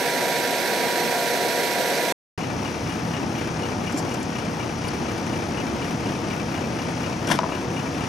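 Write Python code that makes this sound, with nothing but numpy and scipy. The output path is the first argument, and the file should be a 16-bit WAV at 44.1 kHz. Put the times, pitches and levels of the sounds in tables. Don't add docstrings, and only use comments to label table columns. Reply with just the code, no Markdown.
import sys
import numpy as np
from scipy import signal
from scipy.fft import rfft, irfft, next_fast_len
from scipy.io import wavfile
from scipy.ndimage import uniform_filter1d, map_coordinates

SR = 44100
rng = np.random.default_rng(int(sys.argv[2]) if len(sys.argv) > 2 else 0)


def ratio(d):
    e = np.asarray(d, float) / 20
    return 10 ** e


def unload_wav(signal):
    wavfile.write(
        sys.argv[1],
        SR,
        np.round(np.clip(np.atleast_2d(signal).T, -1, 1) * 32767).astype(np.int16),
    )


N = 356328
T = np.arange(N) / SR

# start_s, end_s
PAUSE = (2.124, 2.377)
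NEAR_TURN_HZ = 13.3314
FAR_CYCLE_HZ = 4.10704


def unit(x):
    return x / np.sqrt(np.mean(x ** 2) + 1e-20)


def along(points, hz):
    f, v = np.transpose(points)
    return np.interp(np.log(hz + 1), np.log(f + 1), v)


def wobble(rate, step=1):
    coarse = T[::step]
    knots = rng.standard_normal(int(N * rate / SR) + 4)
    return np.interp(T, coarse, map_coordinates(knots, [coarse * rate]))


def filtered(x, response):
    m = next_fast_len(N + SR // 2)
    return irfft(rfft(x, m) * response(np.fft.rfftfreq(m, 1 / SR)), m)[..., :N]


def resonant(x, modes):
    def response(f):
        total = 0
        for k, (centre, width, db) in enumerate(modes):
            damping = 1j * f * width
            total = total + (-1) ** k * ratio(db) * damping / (centre * centre - f * f + damping)
        return total
    return filtered(x, response)


def train(hz, shares, db, jitter_s, scatter_db):
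    chance = rng.standard_normal((int(N / SR * hz) + 1, len(shares), 2))
    s = (np.arange(len(chance))[:, None] + shares) / hz + jitter_s * chance[..., 0]
    at = np.clip(np.round(s * SR), 0, N).astype(int).ravel()
    strength = ratio(db + scatter_db * chance[..., 1]).ravel()
    return np.bincount(at, strength, N + 1)[:N]


def dying(x, t60, grain=1):
    t = T[:SR // 4]
    decay = grain * ratio(-60 * t / t60)[None]
    return signal.fftconvolve(np.atleast_2d(x), decay, axes=1)[:, :N]


def paired(two, spectrum, pair):
    alike, balance, lead = pair

    def turn(hz):
        return np.arccos(np.clip(along(alike, hz), -1, 1)) / 2

    def half(hz):
        return along(balance, hz) * np.log(10) / 40 + .5j * np.interp(hz, *np.transpose(lead))

    mid, side = filtered(two, lambda hz: ratio(along(spectrum, hz)) * [np.cos(turn(hz)), np.sin(turn(hz))])
    ears = filtered(np.array([mid + side, mid - side]), lambda hz: np.exp([half(hz), -half(hz)]))
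    return ears / np.std(ears.mean(0))


def tones(lines, drift, sway_db, pair):
    _, balance, lead = pair
    out = np.zeros((2, N))
    side = np.array([[.5], [-.5]])
    for hz, db in lines:
        phase = 2 * np.pi * hz * T + drift * wobble(4, step=200) + rng.uniform(0, 2 * np.pi)
        level_db = db + sway_db * wobble(6, step=200) + side * along(balance, hz)
        lag = side * np.interp(hz, *np.transpose(lead))
        out += np.sqrt(2) * ratio(level_db) * np.sin(phase + lag)
    return out


def multiples(base_hz, rows):
    return [(k * base_hz, db) for k, db in rows]


def near_engine():
    # pitch_hz, level_db (per Hz)
    body_colour = [(15, -66), (25, -36), (102, -23), (157, -10), (420, -5.5), (480, -4.5), (565, -3),
                   (610, -6), (716, -2.5), (889, -12.5), (967, -14.5), (1050, -17), (1260, -21.5),
                   (1350, -26.5), (1760, -49), (2970, -120)]
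    # pitch_hz, level_db (per Hz)
    clatter_colour = [(710, -40), (1200, -18), (1400, -5.5), (1610, -2), (2320, -5), (3060, -12),
                      (4280, -7), (4870, -14), (6040, -10), (7100, -20.5), (8080, -14.5), (9000, -19.5),
                      (11900, -16.5), (13800, -20), (15800, -29)]
    # share_of_turn, level_db
    knocks = [(.0, 6), (.13, 1), (0.331, 7), (.52, -21), (.77, 11)]
    # (pitch_hz, left_over_right_db)
    width = [
        [(60, -0.5), (110, 0.9), (200, 0.6), (700, 0.96), (1290, 0.65), (2380, 0.73), (4400, 0.65), (12000, 0.87)],
        [(60, 5), (110, -2), (200, -0.5), (700, 0), (1290, -2.0), (2380, -7), (4400, -5.5), (15000, -0.5)],
    ]
    # pitch_hz, phase_radians
    lead = [(0, 0), (1400, 0), (3100, -1), (3360, .8), (4740, -.5), (5510, .6), (6550, -.4), (7490, .3)]
    # multiple_of_tooth_rate, level_db (rms)
    pump = [(3, -37), (6, -34.5), (10, -43.5), (14, -48.5), (18, -54), (23, -53), (32, -58)]
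    # multiple_of_fan_tone, level_db (rms)
    fan = [(1, -41), (2, -48)]
    # multiple_of_turn_rate, level_db (rms)
    gears = [(18, -52), (20.5, -48), (27, -48), (28, -46.5), (30, -47), (39, -46), (42, -48), (60, -50),
             (148, -47.5), (160, -50), (177, -46.5), (250, -53), (254, -54), (285, -54), (297, -52),
             (318, -52), (331.5, -54), (340, -55), (344, -54), (436, -57), (461, -56), (494, -60),
             (384, -58), (394, -59), (397, -58), (476, -58), (560, -64), (582.7, -63), (602, -62),
             (780, -64), (840, -63), (895, -64)]
    pair = (*width, lead)

    contacts = rng.uniform(0, 1, (40, 2))
    grain = rng.standard_normal((2, 2, SR // 4))
    touches = train(NEAR_TURN_HZ, contacts[:, 0], 6 * contacts[:, 1], jitter_s=.00003, scatter_db=1.5)
    rattle = unit(dying(touches, .03, grain[0]))
    bangs = train(3 * NEAR_TURN_HZ, contacts[:5, 1], 0, jitter_s=.00002, scatter_db=1.5)
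    firing = unit(dying(bangs, .05, grain[1]))
    roar = rng.standard_normal((2, 2, N))
    body = paired(roar[0] * ratio(.8 * wobble(15)) + .45 * rattle + .25 * firing, body_colour, pair)

    share, db = np.transpose(knocks)
    swell = 2.5 + 0.45 * dying(train(NEAR_TURN_HZ, share, db, jitter_s=0.00038, scatter_db=1.5), 0.09)
    ripple_db, spacing_hz, lowest_hz = 2.2, 45, 4000
    knots = rng.standard_normal(SR // spacing_hz)

    def panels(hz):
        return ratio(ripple_db * (hz > lowest_hz) * map_coordinates(knots, [hz / spacing_hz]))

    bright = filtered(swell * roar[1] + .55 * rattle + .45 * firing, panels)
    clatter = paired(bright, clatter_colour, pair)
    whines = (multiples(12 * NEAR_TURN_HZ, pump) + multiples(52.5 * NEAR_TURN_HZ, fan)
              + multiples(NEAR_TURN_HZ, gears))
    return ratio(-27) * body + ratio(-28) * clatter + tones(whines, drift=0.37, sway_db=1.0, pair=pair)


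def far_engine():
    # pitch_hz, level_db (per Hz)
    body_colour = [(13, -56), (22, -36), (60, -16), (113, -5), (180, -5), (250, -2.5), (300, -5), (361, -7),
                   (452, -11), (490, -11.5), (530, -12.5), (711, -12), (775, -13.5), (907, -12.5),
                   (1400, -27.5), (1820, -37), (3080, -120)]
    # pitch_hz, level_db (per Hz)
    clatter_colour = [(710, -24.5), (1200, -2), (2080, -5.5), (2310, -5.5), (2650, -6), (2850, -9),
                      (3070, -8.5), (3920, -13.5), (4690, -11), (5730, -9), (6500, -12.5), (7000, -18.5),
                      (7900, -23), (9420, -19), (12000, -28), (12300, -26), (12800, -29.5), (14100, -24),
                      (15000, -29)]
    # share_of_cycle, exhaust_db, tappet_db
    firings = [(.005, 0, -2), (.14, 0, -9), (.265, 1, -4), (.405, 1, -18), (.53, -2, -14), (.63, 1, -7),
               (.76, 0, -5), (.88, -1, -2)]
    # (pitch_hz, left_over_right_db)
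    width = [
        [(60, 0.81), (110, 0.9), (380, 0.81), (700, 0.76), (1290, 0.36), (2380, 0.52), (8120, 0.93), (15000, 0.14)],
        [(60, -1), (200, 0.0), (700, 3.5), (1290, 9), (2380, 8), (4400, 4), (8120, 2), (15000, -1.5)],
    ]
    # pitch_hz, phase_radians
    lead = [(0, 0), (860, .9), (2240, -.4), (3100, .2), (4740, -.5), (6630, .2), (7920, -1.2), (12600, -.9)]
    # first_hz, second_hz
    belt_hz = (61.57, 74.78)
    # pitch_hz, width_hz, level_db
    squeal_band = [(5760, 160, 0)]
    # pitch_hz, level_db (rms)
    own_hum = [(116.8, -50), (123, -47), (129, -46), (136.3, -52), (198, -45), (245.6, -45), (272.9, -44.5),
               (306.2, -52), (334.4, -44), (368.3, -52), (736.7, -47.5)]
    # multiple_of_cycle_rate, level_db (rms)
    idle = [(9, -60), (17, -49), (18, -51.5), (22, -52), (24, -46.5), (27, -53), (29, -52), (40, -42),
            (40.5, -50), (50, -50.5), (54, -46), (56, -50.5), (62, -51), (80, -49), (108, -53), (118, -48),
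            (124, -59), (129, -56), (130, -58), (131, -55), (146, -58)]
    # multiple_of_turn_rate, level_db (rms)
    distant = [(3, -63), (4, -61), (8, -54), (12, -47), (17.5, -45), (21, -48), (24, -50), (36, -47),
               (41, -56), (42, -57), (48, -57)]
    pair = (*width, lead)

    hunt_db = 0.2 * wobble(1.4)
    share, exhaust_db, tappet_db = np.transpose(firings)
    puffs = train(FAR_CYCLE_HZ, share, exhaust_db, jitter_s=0.00034, scatter_db=-2.5)
    throb = unit(resonant(puffs, [(79.5, 31, -3.5), (128, 65, 1), (252, 180, -8)]))
    noise = rng.standard_normal((2, 2, N))
    taps = train(FAR_CYCLE_HZ, share, tappet_db, jitter_s=.001, scatter_db=1.2)

    casing = filtered(noise[0], lambda hz: 1 / (1 + (550 / (hz + 1)) ** 4))
    puffing = noise[0] * (1 + .3 * dying(puffs, .08)) * ratio(.6 * wobble(12))
    rumble = paired(puffing + .8 * casing * dying(taps ** .6, .11), body_colour, pair)

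    first, second = [np.cos(2 * np.pi * hz * T) for hz in belt_hz]
    flutter = (1 + .18 * first) * (1 + .13 * second)
    belts = filtered(noise[1], lambda hz: 1 / (1 + ((hz - 5800) / 1300) ** 6))
    ticking = (noise[1] - belts) * (1 + .8 * dying(taps, .13))
    fluttering = flutter * belts * (1 + .4 * dying(taps ** .4, .12))
    hiss = (ticking + fluttering) * ratio(.35 * wobble(5))
    squeal = unit(resonant(hiss, squeal_band)) * ratio([[1.5], [-1.5]])

    hum = own_hum + multiples(FAR_CYCLE_HZ, idle) + multiples(NEAR_TURN_HZ, distant)
    return (ratio(-29.5 + hunt_db) * rumble + ratio(-42.5) * throb
            + ratio(-37 + hunt_db) * paired(hiss, clatter_colour, pair)
            + ratio(-56) * squeal + tones(hum, drift=.2, sway_db=1.2, pair=pair))


def tappets():
    # pitch_hz, level_db (rms), t60_s
    ringers = [
        (2345, -50, .045),
        (2600, -53, .02),
        (2865, -51, .07),
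    ]
    # share_of_cycle, level_db
    blow_times = [
        [(.283, -1), (.895, 0), (.77, -10), (.16, -8), (.03, -10)],
        [(.015, -1), (.265, -1), (.625, -7), (.77, -7), (.885, -2)],
        [(.89, 0), (.755, -10), (.0, -6), (.625, -13)],
    ]
    out, t = np.zeros((2, N)), T[:SR // 5]
    for (hz, db, t60), struck in zip(ringers, blow_times):
        share, blow_db = np.transpose(struck)
        blows = train(FAR_CYCLE_HZ, share, blow_db, jitter_s=.001, scatter_db=1.1)
        ring = ratio(-60 * t / t60) * (1 - np.exp(-t / .009)) * np.sin(2 * np.pi * hz * t)
        puff = blows + .03 * dying(blows, .08) * rng.standard_normal((2, N))
        out += ratio(db) * unit(signal.fftconvolve(puff, ring[None], axes=1)[:, :N])
    return out * ratio([[3], [-4]])


def hook():
    # start_s, ring_peak_db, crack_db
    hits = [(7.3003, -13, -30), (7.311, -20, -24), (7.3152, -15, -32), (7.319, -20, -19), (7.333, -18, -30),
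            (7.389, -8, -14), (7.4315, -13, -42), (7.435, -35, -38), (7.4405, -17, -38), (7.489, -22, -40),
            (7.5205, -19, -42), (7.574, -24, -40), (7.613, -32, -40)]
    # pitch_hz, width_hz, level_db
    contact = [(1000, 750, 0)]
    # pitch_hz, width_hz, level_db
    hook_modes = [(650, 40, 4), (780, 120, -6), (990, 45, 2), (2840, 300, -6), (1050, 600, 0)]
    # start_s, peak_db, pitch_hz, t60_s
    ground = [(3.942, -12, 290, 0.05), (7.278, -19, 260, .07), (7.304, -17.5, 200, 0.1),
              (7.318, -20, 340, .07), (7.335, -18, 150, 0.14), (7.347, -20, 300, .07)]
    seat_s = .001
    pushes, cracks, t = np.zeros((2, N + SR)), np.zeros(N + SR), T[:SR // 4]
    shove = ratio(-60 * t / .004)
    pushes[1, :len(t)] = shove
    for s, db, crack_db in hits:
        tail = .17 * ratio(-60 * t / .06) + .05 * ratio(-60 * t / .35)
        chatter = tail * (1 - np.exp(-t / .003)) * rng.standard_normal(len(t))
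        pushes[0, round((s + seat_s) * SR):][:len(t)] += ratio(db) * (shove + chatter)
        crack = ratio(crack_db + 9 - 60 * t / .009) * rng.standard_normal(len(t))
        cracks[round(s * SR):][:len(t)] += crack
    ring, clean = resonant(resonant(pushes[:, :N], contact), hook_modes)
    dull_cracks = signal.lfilter(*signal.butter(2, [1400, 3800], "band", fs=SR), cracks[:N])
    blows = ring / abs(clean).max() + dull_cracks

    thumps = np.zeros(N)
    for s, db, hz, t60 in ground:
        since = np.clip(T - s, 0, 1)
        thumps += ratio(db - 60 * since / t60) * (1 - np.exp(-since / .0015)) * np.sin(2 * np.pi * hz * since)
    return blows * ratio([[3], [-4.5]]) + thumps


def scrape():
    # start_s, peak_db
    jerks = [(7.272, -26), (7.285, -23.5), (7.3, -26), (7.305, -28), (7.31, -17.5), (7.316, -20.5),
             (7.323, -25), (7.336, -35), (7.341, -31), (7.348, -30), (7.355, -32)]
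    # pitch_hz, level_db (per Hz)
    grit_colour = [(47, -39), (80, -18), (226, 8), (411, 1), (479, -25), (639, 11), (1160, -8), (1450, 4),
                   (2300, -4), (3500, -10), (4000, -23), (9900, -18), (15800, -29)]
    # pitch_hz, width_hz, level_db
    block = [(645, 130, 2.5), (945, 220, -11), (1440, 160, -2), (2470, 500, -5.5), (3360, 400, -3.5),
             (5600, 760, -4), (9500, 2000, -15), (12400, 900, -17.5)]
    rise_s, t60_s = 0.0046, 0.061
    stroke = np.zeros(N)
    for s, db in jerks:
        since = np.clip(T - s, 0, 1)
        stroke += ratio(db - 60 * since / t60_s) * np.clip(since / rise_s, 0, 1)
    grains = rng.standard_normal((2, N)) * ratio(2 * wobble(900))
    pair = ([(100, 0.55), (5000, 0.31)], [(100, 2.1), (2000, 24.0), (10000, 3)], [(100, 0)])
    plain = paired(grains, grit_colour, pair)
    ringing = unit(resonant(grains[0], block)) * ratio([[2.4], [-3.5]])
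    return stroke * (.8 * plain + .7 * ringing)


def sling():
    # start_s, level_db, length_s, strand_pitch_hz, strand_over_grit_db
    scuffs = [(2.755, -56, .015, 9500, 0), (3.415, -56, .02, 9500, 0), (3.921, -43, .012, 7500, 1),
              (3.964, -47, .01, 7100, 3), (3.972, -40, 0.028, 7400, 2.5), (3.974, -50, .02, 10800, 5),
              (3.985, -41.5, 0.031, 5500, -3), (4.05, -53, .008, 9500, 6), (4.09, -56, .012, 6500, 10),
              (4.108, -48, .018, 9800, -4), (4.139, -43, 0.014, 7500, 2), (4.141, -59, .012, 12400, 6),
              (4.199, -52, .012, 9800, 2), (4.228, -44, .01, 7500, 4), (4.229, -54, .008, 10200, 9),
              (4.24, -55, .008, 7500, 6), (4.385, -52, .015, 9000, 0), (4.818, -54, .012, 5000, 14),
              (4.884, -48, 0.014, 4750, 14.5), (4.879, -56, .014, 9670, 16), (5.175, -48, 0.023, 6300, 4),
              (5.262, -49, .015, 5770, 11), (7.27, -38, .009, 5600, 6)]
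    # pitch_hz, width_hz, level_db
    rope_modes = [(5260, 1000, 4), (7500, 1700, -1), (9800, 1500, -2), (12300, 1200, -27)]
    grit = unit(resonant(rng.standard_normal((2, N)), rope_modes))
    out, t = np.zeros((2, N)), T[:SR // 20]
    for s, db, length, hz, strand_db in scuffs:
        at = round(s * SR)
        unsteady = np.cumsum(rng.normal(0, .16, len(t)))
        strand = ratio(strand_db) * np.sin(2 * np.pi * hz * t + unsteady)
        middle, sides = grit[:, at:at + len(t)]
        rope = middle + strand + 0.62 * sides * np.array([[1], [-1]])
        swell = np.sin(np.pi * np.clip(t / length, 0, 1) ** 0.51)
        out[:, at:at + len(t)] += ratio(db) * swell * rope
    return out * ratio([[2.1], [.9]])


def scene():
    change_s = sum(PAUSE) / 2
    near = near_engine()
    far = far_engine() + tappets() + sling() + scrape() + hook()
    return (T < change_s) * near + (T > change_s) * far


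def thin_treble(dry):
    # pitch_hz, threshold_db (from usual)
    sparse = [(6000, -9), (8500, -5), (11000, -2.2), (12300, -2.4), (12750, .6), (13200, -1.4), (14500, .3),
              (15200, 3.5), (15750, 4.5), (15850, 60)]
    lead = 65
    hz, _, z = signal.stft(np.pad(dry, ((0, 0), (lead, 0))), SR, window="cosine", nperseg=2048)
    band = np.arange(len(hz)) // 11
    power = uniform_filter1d(abs(z) ** 2, size=25, axis=1).mean(0)
    level_db = 10 * np.log10(power + 1e-20)
    above_db = level_db - np.median(level_db, axis=1, keepdims=True)
    band_luck = unit(uniform_filter1d(rng.standard_normal((band[-1] + 1, z.shape[2])), size=2, axis=1))
    luck_db = 2.7 * band_luck + .9 * rng.standard_normal(z.shape[2])
    kept = .45 * above_db + luck_db[band] > along([(3000, -30)] + sparse, hz)[:, None]
    return signal.istft(z * kept, SR, window="cosine", nperseg=2048)[1][:, lead:][:, :N]


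def band_limit(x):
    return signal.sosfilt(signal.butter(12, 15900, fs=SR, output="sos"), x)


def record(dry):
    open_gate = uniform_filter1d(1. * ((T < PAUSE[0]) | (T > PAUSE[1])), size=60)
    return band_limit(open_gate * thin_treble(dry))


dry = scene()
out = record(dry)
unload_wav(out)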